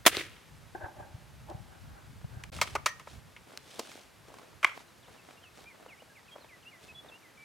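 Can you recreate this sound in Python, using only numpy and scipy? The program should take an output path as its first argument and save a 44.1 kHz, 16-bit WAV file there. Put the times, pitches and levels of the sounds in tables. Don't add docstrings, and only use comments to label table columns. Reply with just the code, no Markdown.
import sys
import numpy as np
from scipy import signal
from scipy.fft import rfft, irfft, next_fast_len
from scipy.io import wavfile
from scipy.ndimage import map_coordinates

SR = 44100
rng = np.random.default_rng(int(sys.argv[2]) if len(sys.argv) > 2 else 0)


def waveform_to_disk(signal):
    frames = np.transpose(np.atleast_2d(signal))
    scaled = np.clip(frames, -1, 1) * 32767
    samples = np.round(scaled).astype(np.int16)
    wavfile.write(sys.argv[1], SR, samples)


N = 328104

# frequency in Hz, relative density in dB per Hz.
AIR_SPECTRUM = [(50, -21), (100, 0), (1500, -6), (13000, -21.5), (16200, -33.5)]
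# frequency in Hz, correlation.
FIELD_CORRELATION = [(60, 0.82), (400, 0.25), (2400, 0.86)]

# time in seconds, level in dB.
WIND_LEVEL = [(0, -52.5), (.5, -57), (2.6, -47), (3.3, -55.5), (3.5, -66), (7.44, -71)]
# frequency in Hz, relative density in dB per Hz.
BUFFET_SPECTRUM = [(15, -39.5), (60, 0), (140, -2), (270, -19), (420, -48.5)]
# start in seconds, level in dB.
GUSTS = [(0.83, -36.5), (1.139, -34.5), (1.542, -32), (2.24, -29), (2.362, -33.5)]

# time in seconds, level in dB.
PRESSURE_FRONTS = [(.06455, -1), (.06765, -1), (.0706, -2.5), (.07855, -5.5), (.0815, -12)]
FRONT_MS = .21
# start in seconds, size before damping in dB, frequency in Hz.
AIR_PUSH = (.0645, -11, 320)
# start in seconds, size before damping in dB, frequency in Hz.
PELLET_STRIKE = [(.1693, -9.5, 4050), (0.1715, -22, 400)]
# boom re front in dB, treble re front in dB,
# seconds to rise 60 dB, seconds to fall 60 dB.
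FRONT_TURBULENCE = (-21, -21, .002, .015)
# peak in seconds, boom in dB, treble in dB, seconds to rise 60 dB, seconds to fall 60 dB.
SHOT_NOISES = [(.054, -29, -42, .004, .13), (.063, -19, -18.5, .003, .095), (.123, -40, -44, .03, .07),
               (.149, -34, -41, .05, .15), (.19, -37, -42, .2, .3), (.36, -60, -68, .5, .7)]
TRIGGER_S = .051
# frequency in Hz, relative density in dB per Hz.
BOOM_SPECTRUM = [(120, -39), (320, 2), (800, -12), (1800, 0), (3500, -5), (6500, -30)]
# frequency in Hz, relative density in dB per Hz.
FIZZ_SPECTRUM = [(1800, -30.5), (3000, -1), (10000, 1.5), (16000, -10)]
# frequency in Hz, correlation.
SHOT_CORRELATION = [(2400, 0.8), (4000, 0.46), (7500, .1), (11000, 0.97)]

# frequency in Hz, width in Hz, relative level in dB,
# width and level being those of a single pass.
MOUNT_MODES = [(340, 90, -1), (620, 120, 0), (790, 190, 1)]
UPPER_MODES = [(1590, 170, 0)]
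# peak in seconds, level in dB, seconds to rise 60 dB, upper mode re slip in dB.
MOUNT_SLIPS = [(.75, -42.5, .004, -6), (.818, -46, .03, -6), (.845, -42.5, .12, -7), (1.0, -45, .015, -14),
               (1.512, -41.5, .1, -18)]
SLIP_T60_S, SETTLE_DB, SETTLE_T60_S = .1, -12, .9
# start in seconds, level in dB, frequency in Hz.
JOINT_TICKS = [(1.499, -43, 2400), (2.213, -45, 600), (2.243, -41, 700)]
# start in seconds, length in seconds.
MOUNT_RUBS = [(1.68, .14), (1.83, .27), (2.27, .23)]
RUB_DB = -58

# start in seconds, level in dB, 60 dB decay in seconds,
# knock frequency in Hz, treble re knock in dB.
RIFLE_CLACKS = [(2.436, -31.5, 0.024, 2330, -6), (2.586, -32, .04, 1000, -16),
                (2.613, -13, 0.058, 1450, -4.5), (2.672, -33, 0.04, 1800, -10),
                (2.751, -17, 0.065, 800, -13.5), (2.859, -13.5, 0.072, 1670, -4.5),
                (2.995, -37.5, .06, 1200, -10), (3.071, -33, 0.036, 745, -31),
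                (3.363, -38, 0.042, 2180, -23), (4.628, -25, 0.27, 1500, -16),
                (4.6447, -2, 0.016, 1900, -27)]
CLACK_RISE_S = .0015
# frequency in Hz, width in Hz, relative level in dB.
STOCK_MODES = [(350, 110, -.5), (615, 140, 2), (990, 200, 1), (1275, 190, 4.5), (2200, 380, 2.5),
               (3260, 380, 0)]
# frequency in Hz, relative level in dB, 60 dB decay in seconds.
LATCH_PARTIALS = [(1866, -.5, 0.24), (6020, -10, .2)]
# start in seconds, level in dB.
LATCH_BLOW = (2.861, -32)

# start in seconds, length in seconds,
# sole tread in dB, leaf swish in dB.
HANDLING_SHUFFLES = [(2.5, .12, -49, -49), (2.599, 0.194, -51.5, -53.5), (3.05, 0.16, -59, -58)]
# start in seconds, length in seconds, leaf swish in dB.
BRUSH_STRIDES = [(3.46, 0.16, -63), (3.603, 0.5, -53.5), (4.223, 0.36, -66.5), (4.728, .12, -57.5),
                 (5.07, .14, -63.5), (5.225, 0.16, -63), (5.54, 0.13, -59), (5.717, 0.25, -70),
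                 (6.33, 0.15, -77), (6.78, 0.18, -61.5), (7.0, .18, -72)]
SOLE_DB, FARTHER_DB_PER_S = -55, -.7
# frequency in Hz, relative density in dB per Hz.
TREAD_SPECTRUM = [(90, -32.5), (220, -0.5), (650, 1), (2300, -13), (6000, -34)]
# frequency in Hz, relative density in dB per Hz.
LEAF_SPECTRUM = [(900, -29), (1600, -7), (3400, -3), (9400, -12), (16000, -28.5)]

# start in seconds, level in dB, knock frequency in Hz.
TWIG_SNAPS = [(3.574, -28, 2200), (3.793, -23, 500), (3.916, -37, 1500), (4.283, -43, 520),
              (4.34, -37, 900), (4.385, -38, 1030), (5.083, -43, 600), (5.308, -41, 1100),
              (5.44, -44, 1440), (5.642, -44, 620), (5.862, -38, 500), (6.021, -42, 400), (6.36, -33, 600),
              (6.445, -41, 900), (7.046, -42, 470), (7.097, -42, 800)]
TWIG_RISE_S, TWIG_CYCLES = .00065, 19
TWIG_TREBLE_DB, DULLER_DB_PER_S = -1.5, -10

# start in seconds, length in seconds,
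# first frequency in Hz, resting frequency in Hz, level in dB.
BIRD_SLURS = [(5.373, .026, 2800, 2810, -61), (6.948, .078, 3400, 3390, -50), (7.375, .1, 2290, 2320, -55),
              (6.098, .04, 1680, 1580, -61), (6.627, .02, 3350, 1800, -59), (5.70, .052, 2350, 1900, -61),
              (6.002, .02, 2780, 3150, -60), (6.152, .065, 2800, 1830, -57), (6.281, .027, 2720, 2150, -58),
              (5.026, .032, 4100, 2350, -65), (5.056, .022, 2800, 4700, -66),
              (6.488, .085, 2680, 1920, -58), (6.711, .08, 2620, 1920, -59), (7.084, .02, 3850, 2850, -57),
              (7.223, .095, 2560, 1950, -62)]
GLIDE_S = .022
# start in seconds, length in seconds,
# first, middle and last frequency in Hz, level in dB.
BIRD_WHISTLES = [(4.866, .05, 4200, 4050, 3650, -69.5), (5.157, .06, 3400, 2720, 2600, -64.5),
                 (5.427, .064, 3400, 2700, 2620, -57.5), (5.972, .033, 2400, 2260, 3200, -62),
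                 (5.655, .052, 2300, 2430, 2330, -53), (5.884, .07, 3000, 2330, 1930, -55),
                 (6.31, .045, 3400, 3190, 3400, -53), (6.403, .056, 4350, 3950, 3100, -63),
                 (6.65, .053, 2560, 2790, 2880, -52), (6.883, .04, 2700, 2540, 2640, -52),
                 (7.112, .062, 2700, 2720, 2900, -51)]

# start in seconds, end in seconds.
DROP_OUT = (2.502, 2.518)
TOP_HZ = 16100


def amp(db):
    return 10 ** (np.asarray(db) / 20)


def unit(x):
    return x / np.sqrt(np.mean(x ** 2) + 1e-20)


def along(points, hz):
    f, v = np.transpose(points)
    return np.interp(np.log(hz + 1), np.log(f + 1), v)


def curves(rows):
    s, *cols = np.transpose(rows)
    return [np.interp(np.arange(N) / SR, s, c) for c in cols]


def wobble(rate, size=N):
    knots = rng.standard_normal(int(size * rate / SR) + 4)
    return map_coordinates(knots, [np.arange(size) * rate / SR])


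def peak(s, rise, fall):
    t = np.arange(N) / SR - s
    return amp(60 * np.minimum(t / rise, -t / fall))


def filtered(x, response):
    m = next_fast_len(x.shape[-1] + 8192)
    return irfft(rfft(x, m) * response(np.fft.rfftfreq(m, 1 / SR)), m)[..., :x.shape[-1]]


def body(modes):
    def response(f):
        return sum((-1) ** k * amp(db) * 1j * f * w / (c * c - f * f + 1j * f * w)
                   for k, (c, w, db) in enumerate(modes))
    return response


def rush(spectrum, alike, grain_db, rate):
    pair = rng.standard_normal((2, N)) * amp(grain_db * wobble(rate))

    def mid_side_gains(hz):
        turn = np.arccos(np.clip(along(alike, hz), -1, 1)) / 2
        return amp(along(spectrum, hz)) * [np.cos(turn), np.sin(turn)]
    mid, side = filtered(pair, mid_side_gains)
    return unit(np.array([mid + side, mid - side]))


def add(out, s, sound):
    part = out[..., round(s * SR):][..., :sound.shape[-1]]
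    part += sound[..., :part.shape[-1]]


def burst(rise, t60, low, treble_db):
    t = np.arange(SR // 4) / SR
    shape = np.minimum(t / rise, 1) * amp(-60 * np.maximum(t - rise, 0) / t60)
    energy = np.linalg.norm(shape) / 2
    rattle_db = np.minimum(t / 0.026, 1) * 4 * wobble(130, size=len(t))
    shape = shape * amp(rattle_db)
    knock = filtered(shape * rng.standard_normal(len(t)), low)
    hiss = rng.standard_normal(len(t)) + 0.47 * rng.standard_normal((2, len(t)))
    crack = filtered(shape * hiss, lambda f: body([(4800, 8000, 0)])(f) ** 3)
    return energy * (knock / np.linalg.norm(knock) + amp(treble_db) * crack / np.linalg.norm(crack[0]))


def open_air():
    return amp(-59) * rush(AIR_SPECTRUM, FIELD_CORRELATION, .3, 42)


def wind():
    lumps = amp(4.5 * np.array([wobble(11), wobble(11)]))
    buffeting = unit(lumps * rush(BUFFET_SPECTRUM, [(90, .25)], 1.96, 18))
    out = amp(curves(WIND_LEVEL)[0]) * buffeting
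    for s, db in GUSTS:
        gust_hz = 120 * np.exp(rng.normal(0, 0.17))
        cycles = np.arange(SR // 20) * gust_hz / SR
        phase = rng.uniform(0, 2 * np.pi) + rng.normal(0, 0.84, (2, 1))
        puff = np.exp(-((cycles - 1.2) / 0.64) ** 2) * np.sin(2 * np.pi * cycles + phase)
        add(out, s, amp(db) * puff)
    return out


def shot():
    fronts, t = np.zeros(N), np.arange(-100, 400) / SR
    for s, db in PRESSURE_FRONTS:
        u = 1000 * t / FRONT_MS
        suction = -np.exp(-u * u)
        overshoot = 0.72 * np.exp(-.5 * u) * np.cos(.5 * u)
        add(fronts, s + t[0], amp(db) * np.where(u < 0, suction, overshoot))
    for s, db, hz in PELLET_STRIKE + [AIR_PUSH]:
        cycles = np.arange(SR // 50) * hz / SR
        add(fronts, s, -amp(db) * np.exp(-.9 * cycles) * np.sin(2 * np.pi * cycles))
    fronts = filtered(fronts, lambda hz: (1j * hz / (150 + 1j * hz)) ** 2)

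    boom_db, treble_db, rise, fall = FRONT_TURBULENCE
    bursts = [(s, db + boom_db, db + treble_db, rise, fall) for s, db in PRESSURE_FRONTS]

    def envelopes(rows):
        return sum(amp([[boom], [treble]]) * peak(s, up, down) for s, boom, treble, up, down in rows)
    near_boom, near_treble = envelopes(SHOT_NOISES[:2] + bursts)
    far_boom, far_treble = envelopes(SHOT_NOISES[2:])
    noise = (near_boom + far_boom) * rush(BOOM_SPECTRUM, SHOT_CORRELATION, 3.2, 200)
    noise = noise + near_treble * rush(FIZZ_SPECTRUM, SHOT_CORRELATION, 0.9, 417)
    noise = noise + far_treble * rush(LEAF_SPECTRUM, SHOT_CORRELATION, 2, 417)
    return fronts + noise * (np.arange(N) > TRIGGER_S * SR)


def creak():
    slips = rng.standard_normal((2, N)) * amp(2.5 * wobble(120))

    def driven(modes):
        total = 0
        for mode in modes:
            force = amp(2.5 * wobble(25)) * (slips + .3 * slips[::-1])
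            total = total + filtered(force, lambda f: body([mode])(f) ** 2)
        return unit(total)
    low, upper = driven(MOUNT_MODES), driven(UPPER_MODES)
    low_gain, upper_gain = np.zeros((2, N))
    for s, db, rise, upper_db in MOUNT_SLIPS:
        envelope = peak(s, rise, SLIP_T60_S) + amp(SETTLE_DB) * peak(s, rise, SETTLE_T60_S)
        low_gain += amp(db) * envelope
        upper_gain += amp(db + upper_db) * envelope
    rub = np.zeros(N)
    for s, length in MOUNT_RUBS:
        add(rub, s, amp(RUB_DB) * np.sqrt(np.hanning(int(length * SR))))
    rubbing = rub * unit(filtered(slips, body(MOUNT_MODES + UPPER_MODES)))
    out = low_gain * low + upper_gain * upper + rubbing
    for s, db, hz in JOINT_TICKS:
        tick = burst(TWIG_RISE_S, .02, lambda f: body([(hz, 2 * hz, 0)])(f) ** 2, -25)
        add(out, s, amp(db) * tick)
    return out


def rifle():
    out, t = np.zeros((2, N)), np.arange(SR // 4) / SR
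    for s, db, t60, hz, treble_db in RIFLE_CLACKS:
        wood = lambda f: (body(STOCK_MODES)(f) + 0.17) * body([(hz, 1.9 * hz, 0)])(f) ** 2
        add(out, s, amp(db) * burst(CLACK_RISE_S, t60, wood, treble_db))
    ring = np.zeros(len(t))
    for hz, level, decay in LATCH_PARTIALS:
        level_db = level - 60 * t / decay + hz / 1500 * wobble(60, size=len(t))
        phase = 2 * np.pi * hz * t + hz / 5000 * wobble(300, size=len(t))
        ring += amp(level_db) * np.sin(phase)
    start, db = LATCH_BLOW
    add(out, start, amp(db) * ring)
    return out


def scrub(x, t60):
    t = np.arange(SR // 2) / SR
    tail = filtered(rng.standard_normal((2, len(t))) * amp(-60 * t / t60), body([(1940, 13400, 0)]))
    delayed = np.pad(x, (700, 0))[None]
    return signal.fftconvolve(delayed, tail / np.linalg.norm(tail[0]), axes=1)[:, :N]


def brush():
    tread, swish = np.zeros((2, N))
    first_s = BRUSH_STRIDES[0][0]
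    steps = [(s, length, SOLE_DB + FARTHER_DB_PER_S * (s - first_s), db) for s, length, db in BRUSH_STRIDES]
    for s, length, tread_db, swish_db in HANDLING_SHUFFLES + steps:
        swell = np.sin(np.pi * np.linspace(0, 1, int(length * SR)) ** 0.83)
        add(tread, s, amp(tread_db) * swell)
        add(swish, s, amp(swish_db) * swell)
    grind = tread * rush(TREAD_SPECTRUM, FIELD_CORRELATION, 6, 300)
    sweep = swish * rush(LEAF_SPECTRUM, FIELD_CORRELATION, 3.0, 500)
    return grind + sweep


def twigs():
    out = np.zeros((2, N))
    for s, db, hz in TWIG_SNAPS:
        treble_db = TWIG_TREBLE_DB + DULLER_DB_PER_S * (s - TWIG_SNAPS[0][0])
        knock = lambda f: body([(hz, 1.4 * hz, 0)])(f) ** 2
        add(out, s, amp(db) * burst(TWIG_RISE_S, TWIG_CYCLES / hz, knock, treble_db))
    return out


def bird():
    out, notes = np.zeros(N), []
    for s, length, first_hz, rest_hz, db in BIRD_SLURS:
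        slide = np.exp(-np.arange(int(length * SR)) / (GLIDE_S * SR))
        notes.append((s, db, .55, rest_hz + (first_hz - rest_hz) * slide))
    for s, length, first_hz, mid_hz, last_hz, db in BIRD_WHISTLES:
        u = np.linspace(-1, 1, int(length * SR))
        slope = (last_hz - first_hz) / 2
        bend = (first_hz + last_hz) / 2 - mid_hz
        notes.append((s, db, .8, mid_hz + slope * u + bend * u ** 2))
    for s, db, late, hz in notes:
        swell = np.abs(np.sin(np.pi * np.linspace(0, 1, len(hz)) ** late)) ** .7
        gain = np.sqrt(2) * amp(db + 2.5 * wobble(80, size=len(hz)))
        unsteady_hz = hz * (1 + .007 * wobble(70, size=len(hz)))
        add(out, s, gain * swell * np.sin(2 * np.pi * np.cumsum(unsteady_hz) / SR))
    return out


def scene():
    near, song = rifle() + twigs(), bird()
    answer = amp(-20) * scrub(near.mean(axis=0) + song, t60=.33)
    placed_song = song * amp([[-.6], [.6]])
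    return open_air() + wind() + shot() + creak() + near + answer + brush() + placed_song


def record(dry):
    t = np.arange(N) / SR
    outside_s = np.maximum(DROP_OUT[0] - t, t - DROP_OUT[1])
    kept = np.clip(outside_s / .002, .003, 1)
    return filtered(np.clip(dry * kept, -1, 1), lambda hz: hz < TOP_HZ)


dry = scene()
out = record(dry)
waveform_to_disk(out)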